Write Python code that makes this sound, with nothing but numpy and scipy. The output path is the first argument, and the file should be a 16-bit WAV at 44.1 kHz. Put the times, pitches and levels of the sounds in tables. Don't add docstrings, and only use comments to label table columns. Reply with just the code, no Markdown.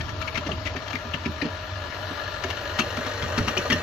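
import sys
import numpy as np
from scipy import signal
from scipy.fft import rfft, irfft, next_fast_len
from scipy.io import wavfile
from scipy.ndimage import uniform_filter1d, map_coordinates

SR = 44100
rng = np.random.default_rng(int(sys.argv[2]) if len(sys.argv) > 2 else 0)


def volts(x):
    e = np.asarray(x, float) / 20
    return 10 ** e


def put_to_file(sound):
    columns = np.atleast_2d(sound).T
    safe = np.clip(columns, -1, 1)
    whole_steps = np.round(safe * 32767)
    wavfile.write(sys.argv[1], SR, whole_steps.astype(np.int16))


N = 168462
TIME = np.arange(N) / SR


def unit(x):
    return x / np.sqrt(np.mean(x ** 2) + 1e-20)


def along(points, hz):
    f, v = np.transpose(points)
    return np.interp(np.log(hz + 1), np.log(f + 1), v)


def over_time(points, t=TIME):
    return np.interp(t, *np.transpose(points))


def wobble(rate_hz):
    return map_coordinates(rng.standard_normal(400), [np.clip(TIME * rate_hz, 0, 399)])


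def filtered(x, response):
    n = x.shape[-1]
    m = next_fast_len(n + 4096)
    return irfft(rfft(x, m) * response(np.fft.rfftfreq(m, 1 / SR)), m)[..., :n]


def peak(f, hz, width_hz):
    return 1j * f * width_hz / (hz * hz - f * f + 1j * f * width_hz)


def rush(spectrum, patchy_db):
    z = signal.stft(rng.standard_normal(N), nperseg=512)[2]
    field = uniform_filter1d(rng.standard_normal(z.shape), size=5, axis=0)
    field = uniform_filter1d(field, size=8, axis=1)
    noise = signal.istft(z * volts(patchy_db * unit(field)), nperseg=512)[1][:N]
    return unit(filtered(noise, lambda hz: volts(along(spectrum, hz))))


def place(out, start_s, sound):
    out[max(round(start_s * SR), 0):][:len(sound)] += sound


# time in seconds, engine level in dB, left over right in dB.
APPROACH = [
    (0, -40, 26.5),
    (1.5, -39, 22),
    (2.2, -36.5, 20.5),
    (2.9, -34, 15.5),
    (3.4, -32.5, 13.5),
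    (3.82, -32, 10),
]


def approach(column, t=TIME):
    return np.interp(t, np.array(APPROACH)[:, 0], np.array(APPROACH)[:, column])


# frequency in Hz, density in dB per Hz.
RUMBLE_SPECTRUM = [(20, -22.5), (86, 2), (200, -17), (300, -12.5), (390, -21.5), (660, -120)]
# time in seconds, level in dB.
RUTS = [
    (0, -1),
    (1.25, -8),
    (1.5, -8.5),
    (3.1, -5),
    (3.5, -2.5),
]


def rumble():
    level_db = -34 + over_time(RUTS) + wobble(5.64)
    return volts(level_db) * rush(RUMBLE_SPECTRUM, patchy_db=0.5)


# frequency in Hz, density in dB per Hz.
FIZZ_SPECTRUM = [(7600, -63), (8600, -11.5), (10000, -8), (12500, -3.5), (15300, -5.5), (15900, -90)]


def fizz():
    level_db = -28.5 - 0.2 * (approach(1) + 36) + 1.2 * wobble(8.3)
    return volts(level_db) * rush(FIZZ_SPECTRUM, patchy_db=2)


# frequency in Hz, density in dB per Hz.
SCRAPE_SPECTRUM = [(88, -37), (150, -18.5), (424, -7.5), (622, -6.5), (1700, -14), (4410, -20.5),
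                   (8200, -40), (10700, -78), (18000, -120)]


def scrape():
    level_db = -3.5 + 0.17 * wobble(13) + 0.24 * wobble(35)
    return volts(level_db) * rush(SCRAPE_SPECTRUM, patchy_db=2)


def snow():
    return volts(approach(1)) * (scrape() + fizz()) + rumble()


# start in seconds, peak in dB, pitch in Hz, t60 in seconds.
THUMPS = [(.005, -26.5, 133, 0.092), (0.214, -30.5, 123, 0.18), (0.342, -33, 648, 0.26),
          (.38, -23, 230, 0.12), (.467, -25, 294, 0.15), (.491, -24.5, 644, 0.13), (0.491, -26, 164, 0.3),
          (.51, -25.5, 393, 0.1), (0.525, -28, 197, 0.25), (0.656, -33.5, 287, 0.2), (0.754, -26, 403, 0.1),
          (0.769, -27, 258, 0.12), (.942, -26, 252, 0.19), (1.055, -32.5, 234.6, 0.28),
          (1.146, -23.5, 157, 0.15), (1.263, -18, 233, 0.15), (1.296, -22, 167, 0.12),
          (1.426, -20.5, 286, 0.17), (1.456, -18.5, 236.6, 0.13), (2.113, -25.5, 272, 0.1),
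          (2.447, -24.5, 378, 0.17), (2.796, -19, 225.5, 0.2), (2.981, -23.5, 240, 0.18),
          (3.068, -31, 256, 0.18), (3.234, -23, 131.7, 0.17), (3.381, -17.5, 234.4, 0.26),
          (3.408, -21, 100, 0.24), (3.477, -25, 225, 0.22), (3.571, -25, 378, 0.28),
          (3.586, -25.5, 194, 0.16), (3.703, -22, 248, 0.54), (3.729, -13, 221, 0.1)]
# pitch ratio, level in dB, t60 ratio.
FRAME_MODES = [(0.676, -8.5, 0.89), (1, 1, 0.48), (1.248, -13, 1), (1.698, -11, 0.97)]


def thumps():
    out, t = np.zeros(N + SR), TIME[:14000]
    rise_s = 0.0018
    for start_s, db, hz, t60_s in THUMPS:
        ring = 0
        for (ratio, mode_db, t60_ratio), (a, b) in zip(FRAME_MODES, rng.standard_normal((len(FRAME_MODES), 2))):
            detune = 1 + 0.053 * b * (ratio != 1)
            decay = volts(mode_db + 0.49 * a - 60 * t / (t60_s * t60_ratio))
            ring = ring + decay * np.sin(2 * np.pi * hz * ratio * detune * t)
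        place(out, start_s - 0.003, volts(db + 2.5) * ring * (1 - np.exp(-t / rise_s)))
    return out[:N]


# start in seconds, peak in dB, ringing in Hz.
PINGS = [(0.2147, -27, 1350), (.2808, -22.5, 2224), (.356, -22, 2205), (.361, -25.5, 2100),
         (.377, -25, 2710), (.468, -43, 2800), (0.517, -21.5, 2800), (0.657, -25.5, 2740),
         (0.665, -25, 2020), (.673, -26, 2020), (0.7639, -26.5, 1830), (.9368, -28, 2410),
         (.9567, -19.5, 2100), (1.136, -22, 2900), (1.141, -42, 13600), (1.14, -19, 2750),
         (1.2522, -28, 2480), (1.4146, -22, 1840), (1.4155, -27.5, 4080), (1.4187, -21.5, 2510),
         (1.42, -27.5, 4100), (1.456, -31, 4200), (2.4365, -29, 2250), (2.5037, -21, 2900),
         (2.7882, -19, 3250), (2.789, -20.5, 1255), (2.795, -19, 6400), (2.797, -25, 3200),
         (2.8, -21, 6300), (2.804, -25, 1233), (2.806, -16, 2700), (2.817, -20, 2770), (2.821, -24, 2700),
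         (3.38, -19, 1270), (3.381, -20, 5770), (3.3805, -23, 4480), (3.3825, -36, 1360),
         (3.481, -18, 1300), (3.487, -24, 2900), (3.487, -26, 1230), (3.5728, -15.5, 2500),
         (3.576, -13.5, 2980), (3.58, -16.5, 5730), (3.588, -35, 2900), (3.7032, -22, 1860),
         (3.723, -12, 2900), (3.727, -23, 2920), (3.728, -12.5, 5370), (3.7265, -38, 12000),
         (3.73, -15.5, 2900)]


def pings():
    out, ticks, t = np.zeros(N + SR), np.zeros(N + SR), TIME[:3000]
    cycles_t60, rise_s = 55, 0.0009
    partner_ratio, partner_db = 1.13, -5
    tick_db, tick_t60_s, tick_low_hz = -25, 0.0049, 9000
    for start_s, db, hz in PINGS:
        shape = volts(-60 * t * hz / cycles_t60) * (1 - np.exp(-t / rise_s))
        partner = volts(partner_db) * np.sin(2 * np.pi * hz * partner_ratio * t)
        place(out, start_s, volts(db + 1.5) * shape * (np.sin(2 * np.pi * hz * t) + partner))
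        place(ticks, start_s, volts(db + tick_db - 60 * t / tick_t60_s) * rng.standard_normal(len(t)))
    return out[:N] + filtered(ticks[:N], lambda f: f > tick_low_hz)


# start in seconds, peak in dB, centre in Hz, length in seconds.
RATTLES = [(.002, -25, 2500, 0.012), (0.089, -29.5, 2860, 0.0097), (0.211, -27.5, 2700, 0.0091),
           (0.275, -24, 2300, 0.0043), (0.339, -27, 2250, 0.029), (0.354, -27, 2180, 0.011),
           (0.372, -21, 2580, 0.01), (0.461, -26.5, 2780, 0.016), (.517, -28.5, 2780, 0.0067),
           (0.649, -26, 2480, 0.036), (0.759, -26.5, 2700, 0.012), (0.861, -31.5, 2800, 0.025),
           (0.898, -28, 2900, 0.0089), (0.928, -24.5, 2130, 0.0076), (0.949, -24.5, 2100, 0.011),
           (1.136, -20.5, 2770, 0.0105), (1.256, -23, 2550, 0.0036), (1.416, -25, 2300, 0.008),
           (1.439, -30.5, 2900, 0.027), (2.434, -17.5, 2180, 0.0078), (2.497, -21, 2900, 0.015),
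           (2.784, -13, 3100, 0.019), (2.967, -20.5, 1350, 0.012), (3.059, -22.5, 3300, .014),
           (3.218, -21.5, 3400, 0.01), (3.375, -15, 1260, 0.012), (3.473, -15, 2900, 0.018),
           (3.567, -17, 2780, 0.011), (3.701, -12, 1980, 0.0038), (3.718, -10.5, 2900, 0.015)]
# frequency in Hz, density in dB per Hz.
CLASH = [(300, -12), (900, 4.5), (2300, 0), (3200, -3), (4000, -6.5), (6600, -13), (8400, -29),
         (12200, -22.5), (15300, -33), (15800, -90)]
BLADE_HZ = [1328, 1792, 2100, 2300, 2700, 2900, 3190, 4370, 5720, 6680]


def rattles():
    out, t = np.zeros(N + SR), TIME[:6000]
    rise_s, tail_t60_s, chatter_db = 0.0048, 0.04, 4
    broad, focus_db, focus_q = 0.45, -1, 16
    ring_db, mode_width_hz, away_db_per_octave = -5, 58, 1
    for start_s, db, hz, length_s in RATTLES:
        shape = (1 - np.exp(-t / rise_s)) ** 2 * volts(-60 * (t - length_s).clip(0) / tail_t60_s)
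        impacts = np.repeat(rng.standard_normal(75).clip(-2, 1.5), 80)
        octaves = np.abs(np.log2(np.array(BLADE_HZ) / hz))
        gains = volts(rng.normal(0, 5.9, len(BLADE_HZ)) - away_db_per_octave * octaves)

        def colour(f):
            ring = sum(g * peak(f, mode_hz, mode_width_hz) for g, mode_hz in zip(gains, BLADE_HZ))
            focus = volts(focus_db) * peak(f, hz, hz / focus_q)
            return volts(along(CLASH, f)) * (broad + focus + volts(ring_db) * ring)

        burst = filtered(shape * volts(chatter_db * impacts) * rng.standard_normal(len(t)), colour)
        rms = np.sqrt(np.mean(burst[:round((length_s + rise_s) * SR)] ** 2))
        place(out, start_s - rise_s / 2, volts(db) * 0.27 * burst / rms)
    return out[:N]


# time in seconds, firing rate in Hz.
FIRING_HZ = [(0, 49), (1.2, 48.1), (2, 47.9), (3.82, 47.9)]
CYLINDER_DB = [5, 4.5, 4, 2]


def firings(turns):
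    jitter_gaps, scatter_db = 0.012, 1.5
    count = np.arange(1, 240)
    draw = rng.standard_normal((len(count), 2))
    at = np.interp(count + jitter_gaps * draw[:, 0], turns, np.arange(N), right=N).astype(int)
    size = volts(np.array(CYLINDER_DB)[count % 4] + scatter_db * draw[:, 1])
    return np.bincount(at, size, N + 1)[:N]


# frequency in Hz, width in Hz, level in dB far, midway, near.
BLOCK_MODES = [(485, 90, -11.5, -20, 0.5), (609.8, 35, 3.5, 2.5, 2), (963.6, 41, 2.5, 1, -6),
               (1216, 26.4, 2.5, 2, 2.5), (1350, 25, 2.5, 4, -1), (1452, 42, -6.5, -3, -3),
               (1535, 28, -15, -9, 1.5), (1709, 61, -3, 3, -1), (1885, 61, -32, -11, -1.5),
               (2926, 247, -10, -6, -6.5), (4215, 98, -13, -8.5, -7), (5610, 190, -18.5, -19, -10),
               (6760, 250, -15, -23, -8.5)]
FACING_S = [.8, 2.2, 3.2]


def through_block(x):
    def response(f):
        views = []
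        for view in (2, 3, 4):
            modes = [(-1) ** k * volts(row[view]) * peak(f, *row[:2]) for k, row in enumerate(BLOCK_MODES)]
            views.append(sum(modes))
        return np.array(views) * (1 - f / 9000).clip(0)

    facing = np.array([np.interp(TIME, FACING_S, share) for share in np.eye(3)])
    return unit((facing * filtered(x, response)).sum(0))


# multiple of the firing rate, level in dB, flutter in dB.
BOOM = [(1, -27.5, -4), (1.68, -9.5, 6), (2, -8, 5), (13, -8, 3.5)]


def exhaust(turns):
    out = 0
    for order, db, flutter_db in BOOM:
        level = volts(db + flutter_db * wobble(14))
        out = out + level * np.sin(2 * np.pi * order * turns + 0.5 * wobble(5.6))
    return out


def engine():
    bang_db, knock_db = -5.5, -3
    knock_decay_s, knock_rise_s = 0.011, 0.0022
    boom_share = 0.36
    turns = np.cumsum(over_time(FIRING_HZ)) / SR
    bangs = firings(turns)
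    t = TIME[:4000]
    gate = signal.fftconvolve(bangs, np.exp(-t / knock_decay_s) - np.exp(-t / knock_rise_s))[:N]
    bang = through_block(bangs)
    knock = through_block(gate * rng.standard_normal(N))
    level_db = approach(1)
    block = volts(level_db) * (volts(bang_db) * bang + volts(knock_db) * knock)
    return block + volts(-36 + boom_share * (level_db + 36)) * exhaust(turns)


# frequency in Hz, share of the side lean.
SHADE = [(300, -0.063), (700, 0.21), (1300, 0.53), (2400, 0.64), (5500, 1), (9000, 0.15)]
# time in seconds, treble phase in radians.
LEAD_RAD = [(0, .8), (1.5, .1), (3.82, -1.5)]
# frequency in Hz, share of the lead.
LEAD_SHARE = [(100, 0.081), (800, 0.24), (6000, 1.15)]


def ports(x):
    hz, t, z = signal.stft(x, SR, nperseg=1024)
    lean_db = np.outer(along(SHADE, hz), approach(2, t)) / 2
    lead = np.outer(along(LEAD_SHARE, hz), over_time(LEAD_RAD, t)) / 2
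    pair = [z * volts(side * lean_db) * np.exp(side * 1j * lead) for side in (1, -1)]
    return signal.istft(np.array(pair), SR, nperseg=1024)[1][:, :N]


# frequency in Hz, t60 in seconds.
YARD_T60 = [(100, 0.14), (3000, 0.11)]
# frequency in Hz, level in dB.
YARD_DB = [(200, -15), (2000, -5), (12000, -4)]


def yard(x):
    hz, t, z = signal.stft(rng.standard_normal((2, SR // 3)), SR, nperseg=256)
    tail = signal.istft(z * volts(-60 * t / along(YARD_T60, hz)[:, None]), SR, nperseg=256)[1]
    wet = signal.fftconvolve(x[None], tail / np.linalg.norm(tail[0]), axes=1)[:, :N]
    return filtered(wet, lambda f: volts(along(YARD_DB, f)))


# frequency in Hz, level in dB.
SPREAD_DB = [(35, 2), (90, -17), (300, -7), (1200, -2.5), (5000, -5), (9000, 2.5)]


def scene():
    truck = engine() + snow() + rattles() + pings() + thumps()
    wide = filtered(np.array([snow(), snow()]), lambda f: volts(along(SPREAD_DB, f)))
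    return volts(-1) * ports(truck) + yard(truck) + wide


# frequency in Hz, share of moments that fall silent.
MUTED = [(7200, 0), (7800, .35), (8600, .75), (10000, .55), (13400, .33), (14600, .55), (15400, .95)]


def mute_treble(x):
    top_hz, lead_in = 15790, 136
    hz, t, z = signal.stft(np.pad(x, ((0, 0), (lead_in, 0))), SR, "cosine", 2048)
    band_hz = hz[4::8, None]
    power = (np.abs(z[:, :1024]) ** 2).sum(0).reshape(128, 8, -1).sum(1)
    chance = uniform_filter1d(rng.standard_normal(power.shape), size=2, axis=1)
    chance = unit(uniform_filter1d(chance, size=2, axis=0))
    loudness = np.log(power + 1e-20) + 1.1 * chance
    rank = loudness.argsort(1).argsort(1) / len(t)
    keep = (rank >= along(MUTED, band_hz)) & (band_hz < top_hz)
    keep = np.pad(np.repeat(keep, 8, 0), ((0, 1), (0, 0)))
    return signal.istft(z * keep, SR, "cosine", 2048)[1][:, lead_in:lead_in + N]


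def roll_off(x):
    return signal.sosfilt(signal.butter(12, 15710, fs=SR, output="sos"), x)


def record(dry):
    return roll_off(mute_treble(dry))


dry = scene()
out = record(dry)
put_to_file(out)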